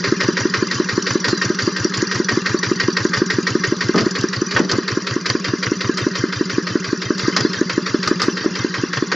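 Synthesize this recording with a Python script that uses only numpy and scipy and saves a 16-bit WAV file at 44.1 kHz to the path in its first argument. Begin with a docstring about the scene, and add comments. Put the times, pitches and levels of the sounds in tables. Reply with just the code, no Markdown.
"""Walking tractor in mud

A single-cylinder four-stroke diesel labours a few metres away in an open field, with faint wind.
Each cycle: combustion knock, muffled exhaust thud, loud intake pop, then the hum of the shut inlet pipe.
Filtered grit and struck modes make the valves, gears, guard and clanking frame; a joint squeaks once.
"""
import sys
import numpy as np
from scipy import signal
from scipy.io import wavfile
from scipy.ndimage import uniform_filter1d, minimum_filter1d

SR = 44100
rng = np.random.default_rng(int(sys.argv[2]) if len(sys.argv) > 2 else 0)


def inscribe(sig):
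    """Save sig as 16-bit PCM at rate SR to the path in sys.argv[1].

    A 1-D sig is mono; a 2-D sig holds one channel per row.
    Samples are clipped to [-1, 1] before scaling.
    """
    pcm = np.round(np.clip(np.atleast_2d(sig).T, -1, 1) * 32767)
    wavfile.write(sys.argv[1], SR, pcm.astype(np.int16))


N = 403515
TIME = np.arange(N) / SR

# engine speed, sagging as the wheels dig in, rising as they slip: start_s, firings_per_s
SPEED = [(0.0, 5.97), (0.12, 6.162), (0.85, 5.61), (1.18, 5.659), (1.33, 5.826), (1.89, 5.682),
         (3.16, 6.016), (4.05, 5.808), (4.09, 5.723), (5.08, 5.225), (5.71, 5.548), (5.92, 5.8),
         (6.44, 5.836), (7.22, 5.642), (7.47, 6.14), (8.22, 5.887), (8.51, 5.395), (8.82, 5.236),
         (9.15, 5.434)]
# wind colour: freq_hz, relative_db
WIND = [(20, 3), (45, -11), (100, -9.5), (300, -6.5), (550, -4.5), (800, -37), (3000, -60)]
# valve gear and injector: cycles_after_pop, level_db (before BEARING), rise_s, decay_s
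TICKS = [(-.33, -27.5, .005, .014), (-.17, -33.5, 0.011, 0.017), (-.035, -22, 0.0019, 0.0015),
         (.09, -35.5, 0.005, 0.0037), (0.256, -24.5, 0.0017, 0.0051)]
# gear strain, loudest as the wheels break free: start_s, level_db
GEAR_LEVEL = [(0, -25), (3, -26.4), (5.5, -28.2), (6.2, -27), (7.13, -29.5), (7.28, -22), (7.75, -28.5),
              (8.1, -26), (9.15, -27.5)]
# frame slack, which rattles when the wheels do not hold it taut: start_s, shake_db
SLACK = [(0, -18.5), (.4, -21), (.8, -35.5), (1.2, -13.5), (1.5, -33.5), (1.8, -32.5), (2, -21.5),
         (3.15, -23), (4.1, -33), (5, -20), (5.85, -18), (6.2, -40), (7.4, -28), (8.25, -28.5), (9.15, -18)]
# how the engine carries as the tractor slews: # start_s, valve_db (casing takes half), block_ring_db,
# ground_echo_db, guard_db
BEARING = [(0, 0.5, -2.5, -9, -51), (1.5, 6, 3.5, -8, -54), (3.7, 1.5, 2, -10, -48.5),
           (4.7, 1, -8, -12, -33.5), (5.6, -1, -3, -26.5, -30), (7, -1.5, -8.5, -25, -32.5),
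           (9.15, -6, -1.5, -20, -32)]
# intake air resonances: freq_hz, relative_db, swell_s, swell_sharpness
INTAKE = [(311.6, 3, 0.0041, 4.14), (309, -29.5, 0.027, 1.5), (230.6, -21, 0.0099, 0.42),
          (403, -17, 0.018, 19)]
# hardness of the burn: start_s, knock_db
BURN = [(0, -16), (.54, -16), (.8, -21.5), (1.3, -17), (1.94, -24.5), (2.28, -17.5), (3.47, -17),
        (3.98, -18.5), (4.33, -22), (4.9, -19.5), (5.6, -20), (6.7, -24), (7.5, -24), (7.7, -19),
        (8.45, -24), (9.15, -16)]
# exhaust strength, lower when the engine runs light: start_s, thud_db
EFFORT = [(0, -17), (.8, -20), (1.2, -18), (3.3, -17.5), (4.3, -17.5), (6, -17), (6.9, -22.5), (7.4, -16),
          (7.56, -28), (7.72, -24), (8.23, -24), (8.4, -33), (8.58, -19), (9.15, -18.5)]
# blows in frame and hitch: start_s, boom_db, clank_db, jingle_db,
# jingle_decay_s (boom and clank scale it), ring_focus_hz
CLANKS = [(1.106, -40, -31, -27, 0.015, 1850), (1.28, -29, -23.5, -18.5, 0.016, 1500),
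          (2.153, -40, -22.5, -24.5, 0.012, 1820), (3.173, -43, -24, -24, 0.0097, 1520),
          (3.943, -10, -23.5, -40, 0.0086, 1250), (3.957, -18.5, -21, -26, 0.013, 1120),
          (3.976, -19, -18.5, -35, 0.013, 1800), (4.006, -17.5, -45, -24.5, 0.0085, 1260),
          (4.209, -25, -36, -19.5, 0.0032, 3030), (4.562, -28, -7.5, -21.5, .009, 1840),
          (4.587, -15, -24, -26, 0.011, 1500), (4.713, -16.5, -21.5, -13.5, 0.0066, 1510),
          (4.729, -26, -24, -38, .015, 1100), (5.26, -39, -33, -18, 0.0058, 2000),
          (5.298, -32, -16, -17.5, 0.0057, 1740), (5.971, -39, -26, -21.5, 0.0089, 1240),
          (7.179, -58, -27, -23, 0.0056, 1790), (7.363, -27, -14.5, -14.5, 0.01, 1500),
          (7.405, -24, -21, -17, 0.0032, 1480), (7.694, -25.5, -28, -26, 0.0034, 1850),
          (8.074, -24, -17, -16, .0056, 1225), (8.216, -44, -21, -15.5, 0.012, 1260),
          (8.231, -38, -20.5, -26, .0098, 1550), (8.441, -20.5, -36, -30, 0.0083, 1260),
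          (8.972, -44, -18, -27.5, 0.0037, 1870), (9.116, -28, -20, -31, .0089, 1850)]
# dry joint: start_s, pitch_hz, level_db
SQUEAK = [(1.27, 4400, -50), (1.295, 4290, -33), (1.34, 4110, -32), (1.4, 3900, -35), (1.43, 3820, -55)]
# bright splashes on the sharpest clanks: start_s, level_db, decay_s
SPLASHES = [(5.974, -46, .018), (8.072, -43, 0.016), (8.215, -41, 0.023)]
# centre of the band cancelled by the soil echo, moving as the tractor rocks: start_s, centre_hz
GROUND_DIP = [(0, 742), (3, 680), (4.3, 722), (5.4, 857), (6.3, 790), (7.5, 780), (9.15, 645)]

# colours of the parts: freq_hz, relative_db
VALVES = [(700, -24.5), (1100, -22), (1650, 1), (2050, -16.5), (2300, -20.5), (3500, -12), (4200, -6),
          (4800, 3), (5400, -8), (5900, 1), (6300, -8.5), (7050, -8.5), (7600, -21), (8400, -48.5)]
GEARS = [(25, -22.5), (60, -20), (120, -1), (330, 9.5), (520, 0), (750, -10.5), (1020, -1), (1700, -1.5),
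         (2300, -14), (3500, -12.5), (4800, -5.5), (5900, -9.5), (7100, -23), (8200, -58)]
FRAME = [(120, -17.5), (250, -2), (500, 3.5), (750, -6.5), (1050, 2), (1250, -1), (1900, 0), (2300, -9),
         (3000, -6.5), (3600, -18.5), (5000, -36.5), (8000, -63.5)]
THROAT = [(400, -27), (600, 6), (750, -34), (1020, 6), (1350, 2), (1700, 5.5), (1950, -5.5), (2300, -17.5),
          (5000, -59.5)]
BLOCK = [(120, -28), (250, -16), (400, 4.5), (580, -2.5), (750, -21.5), (1000, -3), (1300, 0), (2050, -0.5),
         (2400, -5), (3300, -20.5), (4500, -7), (7000, -27.5), (8300, -69.5)]
CASING = [(900, -42.5), (2200, -6.5), (2700, -4), (3400, -1.5), (4200, 2.5), (4800, 6), (5400, 0),
          (5900, -6.5), (6400, -15), (7050, -9.5), (7600, -21.5), (8400, -43.5), (14000, -75.5)]
CHASSIS = [(40, -32.5), (100, -25.5), (190, 2.5), (300, 0), (400, -0.5), (600, -11), (900, -22.5),
           (1500, -40.5), (4000, -74)]
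JINGLE = [(1500, -40), (2900, -3), (3700, 5.5), (4800, 16.5), (5800, 7), (7100, 1), (7800, -15),
          (8800, -40.5), (11500, -58), (15500, -44.5)]
SPLASH = [(5000, -15), (7500, 7), (9000, -2), (11000, -9), (12500, -27), (15500, -18)]

# covers, guards and tank: freq_hz, relative_db
SHEET_MODES = [(1120, -4), (1240, -4.5), (1440, -7), (1590, -2), (1730, -3.5), (1880, 1.5), (2070, 2.5),
               (2420, 1), (2740, 2.5), (3060, 1), (3450, -1.5), (3950, -2), (4250, -3), (4560, -0.5),
               (4810, -1.5), (5020, -5), (5330, -1.5), (5680, 1.5), (5920, 2), (6250, -4.5), (6620, 2.5),
               (7030, 1)]
# ringing of block, loose guard and frame: freq_hz, relative_db, t60_s
BLOCK_MODES = [(1300, -5, 0.025), (1564, -1, 0.083), (1865, 3, 0.1), (2085, -20.5, 0.044), (3280, -28, .1),
               (5600, -15.5, 0.16), (6000, -17, 0.17)]
GUARD_MODES = [(2060, -3, 0.077), (2590, -16, 0.52), (3190, -2.5, 0.096), (3700, -4.5, 0.071)]
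FRAME_MODES = [(1040, -10, 0.03), (1248, 3.5, 0.059), (1510, -4, 0.077), (1840, -1, 0.05), (3340, 4.5, .07),
               (4900, -11, .07)]

FIRST_POP_S, USUAL_FIRINGS_PER_S = .121, 5.75
# places in cycles after the intake pop
FIRES, PUFFS, BLOWS_DOWN, RECOILS, INLET_SHUTS = -.503, -.38, -.305, -.278, .262
# the faster the engine runs, the harder it gulps air
POP_DB, POP_DB_PER_FIRING_RATE, POP_SCATTER_DB = -6, 3, 0.6
GROUND_ECHO_S = .0054
HUM_RE_POP_DB, RASP_RE_POP_DB, PUFF_RE_THUD_DB = -12, -16.5, -8.5
KNOCK_SCATTER_DB = 0.44
# the casing follows the slack in part
CLATTER_DB, CLATTER_SLACK_SHARE, CLATTER_SCATTER_DB = -23, 0.13, 0.8
THUD_HZ, DIP_WIDTH_HZ, BAND_EDGE_HZ = 119.9, 253, 15700


def gain_of(db):
    """Amplitude factor of a level in dB."""
    return 10 ** (np.asarray(db) / 20)


def evened(x):
    """Scales to rms 1."""
    return x / np.sqrt(np.mean(x ** 2) + 1e-20)


def curve(rows, column=1, t=TIME):
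    """Interpolates a table column linearly over time."""
    rows = np.asarray(rows)
    return np.interp(t, rows[:, 0], rows[:, column])


def add(mix, s, sound):
    """Lays a sound into the mix at time s."""
    start = round(s * SR)
    sound = sound[max(-start, 0):]
    part = mix[max(start, 0):][:len(sound)]
    part += sound[:len(part)]


def colour(x, points, size=4096):
    """Causal minimum-phase filter of unit energy with the given spectrum."""
    point_hz, point_db = np.transpose(points)
    freq_hz = abs(np.fft.fftfreq(size, 1 / SR))
    log_gain = np.log(gain_of(np.interp(np.log(freq_hz + 1), np.log(point_hz), point_db)))
    log_gain -= 2 * np.log(np.maximum(freq_hz / point_hz[-1], 1))  # steeper above the last point
    spectrum = np.exp(np.conj(signal.hilbert(log_gain)))
    response = np.fft.ifft(spectrum).real[:size // 2]
    return signal.oaconvolve(x, response / np.linalg.norm(response))[:N]


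def grit(per_s, spread_db):
    """Tiny contacts of uneven size as random impulses, rms 1."""
    size = gain_of(spread_db * np.minimum(rng.exponential(1, N), 3))
    sign = rng.choice([-1., 1.], N)
    return evened(size * sign * (rng.random(N) < per_s / SR))


def blows(times_s, level_db, rise_s, decay_s):
    """Envelope of blows that swell and die away; their powers add."""
    t, power = np.arange(SR // 4) / SR, np.zeros(N)
    for s, gain, fall_s in zip(times_s, gain_of(level_db), decay_s * np.ones(len(times_s))):
        rise = np.minimum(t / rise_s, 1)
        fall = np.exp(-np.maximum(t - rise_s, 0) / fall_s)
        add(power, s, (gain * rise * fall) ** 2)
    return np.sqrt(power)


def air_ring(hz, swell_s, sharpness):
    """An air column that swells to its peak and dies away."""
    t = np.arange(SR // 4) / SR
    return np.sin(2 * np.pi * hz * t) * (t / swell_s * np.exp(1 - t / swell_s)) ** sharpness


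def contacts(envelope, noise_db, ring_db, per_s, width_hz):
    """Metal on metal: fine grit, and sparse taps that each ring one mode of the sheet steel."""
    rings, radius = np.zeros(N), np.exp(-np.pi * width_hz / SR)
    for hz, db in SHEET_MODES:
        at, size = rng.integers(0, N, 4000), rng.standard_normal(4000)
        taps = np.bincount(at, size * (np.arange(len(at)) < per_s * N / SR), N)
        angle = 2 * np.pi * hz / SR
        unit = 2 * np.sin(angle) * np.sqrt(1 - radius)
        poles = [1, -2 * radius * np.cos(angle), radius ** 2]
        rings += gain_of(db) * signal.lfilter([unit], poles, evened(taps) * envelope + 1e-12)
    noise = gain_of(noise_db) * envelope * grit(per_s=4000, spread_db=2.5)
    return noise + gain_of(ring_db) * rings / np.sqrt(len(SHEET_MODES))


def struck(times_s, levels_db, modes, scatter_db, focus_hz=None, focus_db=0):
    """Blows ring the modes in varying proportions; modes off focus lose focus_db an octave."""
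    t, out = np.arange(SR // 4) / SR, np.zeros(N)
    for k, (s, level_db) in enumerate(zip(times_s, levels_db)):
        for hz, db, t60_s in modes:
            spread, detune, phase = rng.standard_normal(3)
            away_db = 0 if focus_hz is None else focus_db * abs(np.log2(hz / focus_hz[k]))
            tone = np.sin(2 * np.pi * (hz * (1 + 0.0025 * detune) * t + phase))
            envelope = np.minimum(t / 0.0021, 1) * np.exp(-np.log(1000) * t / t60_s)
            mode_db = level_db + db - away_db + scatter_db * np.tanh(spread)
            add(out, s, gain_of(mode_db) * tone * envelope)
    return out


def crank(place):
    """Times at which each engine cycle reaches a place, in cycles after the intake pop."""
    t = np.arange(-SR, N + SR, 64) / SR
    cycle = np.cumsum(curve(SPEED, t=t)) * (t[1] - t[0])
    cycle -= np.interp(FIRST_POP_S, t, cycle)
    numbers = np.arange(-1, np.interp(TIME[-1], t, cycle) + 1)
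    return np.interp(numbers + place, cycle, t)


def chance(spread):
    """One random deviation for each cycle."""
    return spread * rng.standard_normal(len(crank(0)))


def wind():
    """A faint lumpy rumble of filtered noise, its noise independent in the two channels."""
    gust_db = 3 * np.interp(TIME, np.linspace(0, TIME[-1], 50), rng.standard_normal(50))
    return gain_of(-71.0 + gust_db) * np.array([colour(rng.standard_normal(N), WIND) for _ in range(2)])


def mechanics():
    """Valves tick with the crank, gears grind on, and the recoil of each firing shakes the frame."""
    power = np.zeros(N)
    for place, db, rise_s, decay_s in TICKS:
        times_s = crank(place + chance(0.0027))
        power += blows(times_s, db + chance(1.8), rise_s, decay_s) ** 2
    strokes = np.sqrt(power) * gain_of(curve(BEARING))
    valves = contacts(strokes, noise_db=-7.5, ring_db=-6.5, per_s=99, width_hz=83)

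    pops_s = crank(0)
    cycle = np.interp(TIME, pops_s, np.arange(len(pops_s)))
    load_db = 1.8 * np.cos(2 * np.pi * (cycle + 0.16))  # the flywheel runs fastest after the power stroke
    grind = gain_of(curve(GEAR_LEVEL) + load_db)
    gears = contacts(grind, noise_db=-4.5, ring_db=-5.5, per_s=60, width_hz=38.0)

    kicks_s = crank(RECOILS + chance(0.0031))
    recoil = blows(kicks_s, curve(SLACK, t=kicks_s) + chance(1.5), rise_s=0.0013, decay_s=0.0086)
    shake = contacts(recoil, noise_db=0, ring_db=-11.5, per_s=720, width_hz=110)
    return colour(valves, VALVES) + colour(gears, GEARS) + colour(shake, FRAME)


def intake():
    """The piston gulps air: a deep pop with a rasp; when the valve shuts, the closed pipe hums."""
    pops_s, out = crank(0), np.zeros(N)
    speed_excess = curve(SPEED, t=pops_s) - USUAL_FIRINGS_PER_S
    pop_db = POP_DB + POP_DB_PER_FIRING_RATE * speed_excess + chance(POP_SCATTER_DB)
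    pop = sum(gain_of(db) * air_ring(hz, swell_s, sharp) for hz, db, swell_s, sharp in INTAKE)
    for s, db, echo_db in zip(pops_s, pop_db, curve(BEARING, 3, pops_s)):
        add(out, s, -gain_of(db) * pop)
        add(out, s + GROUND_ECHO_S, -gain_of(db + echo_db) * pop)  # echo of the pop off the ground

    t = np.arange(SR // 4) / SR
    shutting = 1 - np.exp(-(t / 0.0059) ** 2)
    for s, db, detune in zip(crank(INLET_SHUTS), pop_db + chance(0.4), chance(0.015)):
        hum = np.sin(2 * np.pi * 184 * (1 + detune) * t) * np.exp(-t / 0.042)
        overtone = np.sin(2 * np.pi * 385 * (1 + 2 * detune) * t) * np.exp(-t / 0.056)
        add(out, s, gain_of(db + HUM_RE_POP_DB) * shutting * (hum + gain_of(-12) * overtone))

    rasp = blows(pops_s - .001, pop_db + RASP_RE_POP_DB, rise_s=0.0018, decay_s=0.011)
    return out + colour(rasp * grit(per_s=9000, spread_db=-0.5), THROAT)


def knock():
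    """Combustion hammers the block, sets the iron ringing and makes the casing clatter."""
    fired_s = crank(FIRES)
    knock_db = curve(BURN, t=fired_s) + chance(KNOCK_SCATTER_DB)
    slack_db = curve(SLACK, t=fired_s)
    clatter_db = CLATTER_DB + CLATTER_SLACK_SHARE * (slack_db - slack_db.mean())
    clatter_db += .5 * curve(BEARING, 1, fired_s) + chance(CLATTER_SCATTER_DB)
    hammer = blows(fired_s, knock_db, rise_s=0.0057, decay_s=0.019)
    hammer = contacts(hammer, noise_db=1.5, ring_db=-19, per_s=450, width_hz=67)
    clatter = blows(fired_s, clatter_db, rise_s=0.0044, decay_s=0.017)
    clatter = contacts(clatter, noise_db=0, ring_db=-10.5, per_s=130, width_hz=57)
    ring = struck(fired_s, knock_db + curve(BEARING, 2, fired_s), BLOCK_MODES, scatter_db=-2.5)
    return colour(hammer, BLOCK) + colour(clatter, CASING) + ring


def guard():
    """The loose guard rings with the knock, and again with the recoil."""
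    times_s = np.r_[crank(-.49), crank(-.28)]
    return struck(times_s, curve(BEARING, 4, times_s), GUARD_MODES, scatter_db=9.5)


def exhaust():
    """The silencer turns each blow-down into a soft thud, with a little turbulence."""
    opens_s, out = crank(BLOWS_DOWN), np.zeros(N)
    thud_db = curve(EFFORT, t=opens_s)
    for s, db, hz in zip(opens_s, thud_db, THUD_HZ * (1 + chance(.025))):
        add(out, s, gain_of(db) * air_ring(hz, swell_s=0.017, sharpness=3.76))
    puff_db = thud_db + PUFF_RE_THUD_DB + chance(2.5)
    puff = blows(crank(PUFFS), puff_db, rise_s=0.0079, decay_s=0.026)
    return out + colour(puff * grit(per_s=9000, spread_db=0.0), CHASSIS)


def clanks():
    """Loose parts collide: the chassis booms, the frame clanks and rings, thin steel jingles."""
    s, boom_db, clank_db, jingle_db, decay_s, focus_hz = np.transpose(CLANKS)
    boom = blows(s, boom_db, rise_s=0.0055, decay_s=decay_s * 4.0) * grit(per_s=4100, spread_db=2.0)
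    clank = blows(s, clank_db, rise_s=0.0013, decay_s=decay_s * 2.15)
    clank = contacts(clank, noise_db=-2.5, ring_db=-13, per_s=290, width_hz=100)
    jingle = blows(s, jingle_db, rise_s=0.0026, decay_s=decay_s)
    jingle = contacts(jingle, noise_db=1.5, ring_db=-10.0, per_s=440, width_hz=150)
    ring = struck(s, clank_db + 5.5, FRAME_MODES, scatter_db=1.5, focus_hz=focus_hz, focus_db=24)
    return colour(boom, CHASSIS) + colour(clank, FRAME) + colour(jingle, JINGLE) + ring


def squeak():
    """A dry joint squeaks: one thin falling sine."""
    sounding = (TIME > SQUEAK[0][0]) & (TIME < SQUEAK[-1][0])
    tone = np.sin(2 * np.pi * np.cumsum(curve(SQUEAK)) / SR)
    return sounding * gain_of(curve(SQUEAK, 2)) * tone


def splashes():
    """Short, faint sizzles of grit at the top of the range."""
    s, level_db, decay_s = np.transpose(SPLASHES)
    sizzle = blows(s, level_db, rise_s=.004, decay_s=decay_s) * grit(per_s=5600, spread_db=3.0)
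    return colour(sizzle, SPLASH)


def over_ground(x):
    """The echo off the soil cancels one band: shift it to 0 Hz, low-pass, shift back, subtract."""
    carrier = np.exp(2j * np.pi * np.cumsum(curve(GROUND_DIP)) / SR)
    pole = np.exp(-np.pi * DIP_WIDTH_HZ / SR)
    band = signal.lfilter([1 - pole], [1, -pole], x / carrier + 1e-18)
    return x - 2 * (carrier * band).real


def field(x, t60_s, delay_s):
    """Faint scatter from the surroundings: convolution with a decaying noise tail."""
    t = np.arange(SR // 4) / SR
    tail = rng.standard_normal(len(t)) * np.exp(-np.log(1000) * t / t60_s) * (t > delay_s)
    return signal.oaconvolve(x, tail / np.linalg.norm(tail))[:N]


def scene():
    """Sums air, metal and wind; the scatter has opposite signs in the two channels."""
    air = intake() + exhaust()
    engine = over_ground(knock() + mechanics() + guard())
    metal = engine + clanks() + splashes() + squeak()
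    side = field(gain_of(-15.3) * metal + gain_of(-33) * air, t60_s=.1, delay_s=.001)
    return air + metal + np.array([side, -side]) + wind()


def record(dry):
    """A quick limiter holds the loudest peaks; then the band limit."""
    room = np.minimum(1, .95 / (abs(dry).max(axis=0) + 1e-9))
    limited = dry * uniform_filter1d(minimum_filter1d(room, size=161), size=161)
    low_pass = signal.firwin(511, BAND_EDGE_HZ, window=("kaiser", 9), fs=SR)
    return signal.oaconvolve(limited, low_pass[None], "same")


dry = scene()
out = record(dry)
inscribe(out)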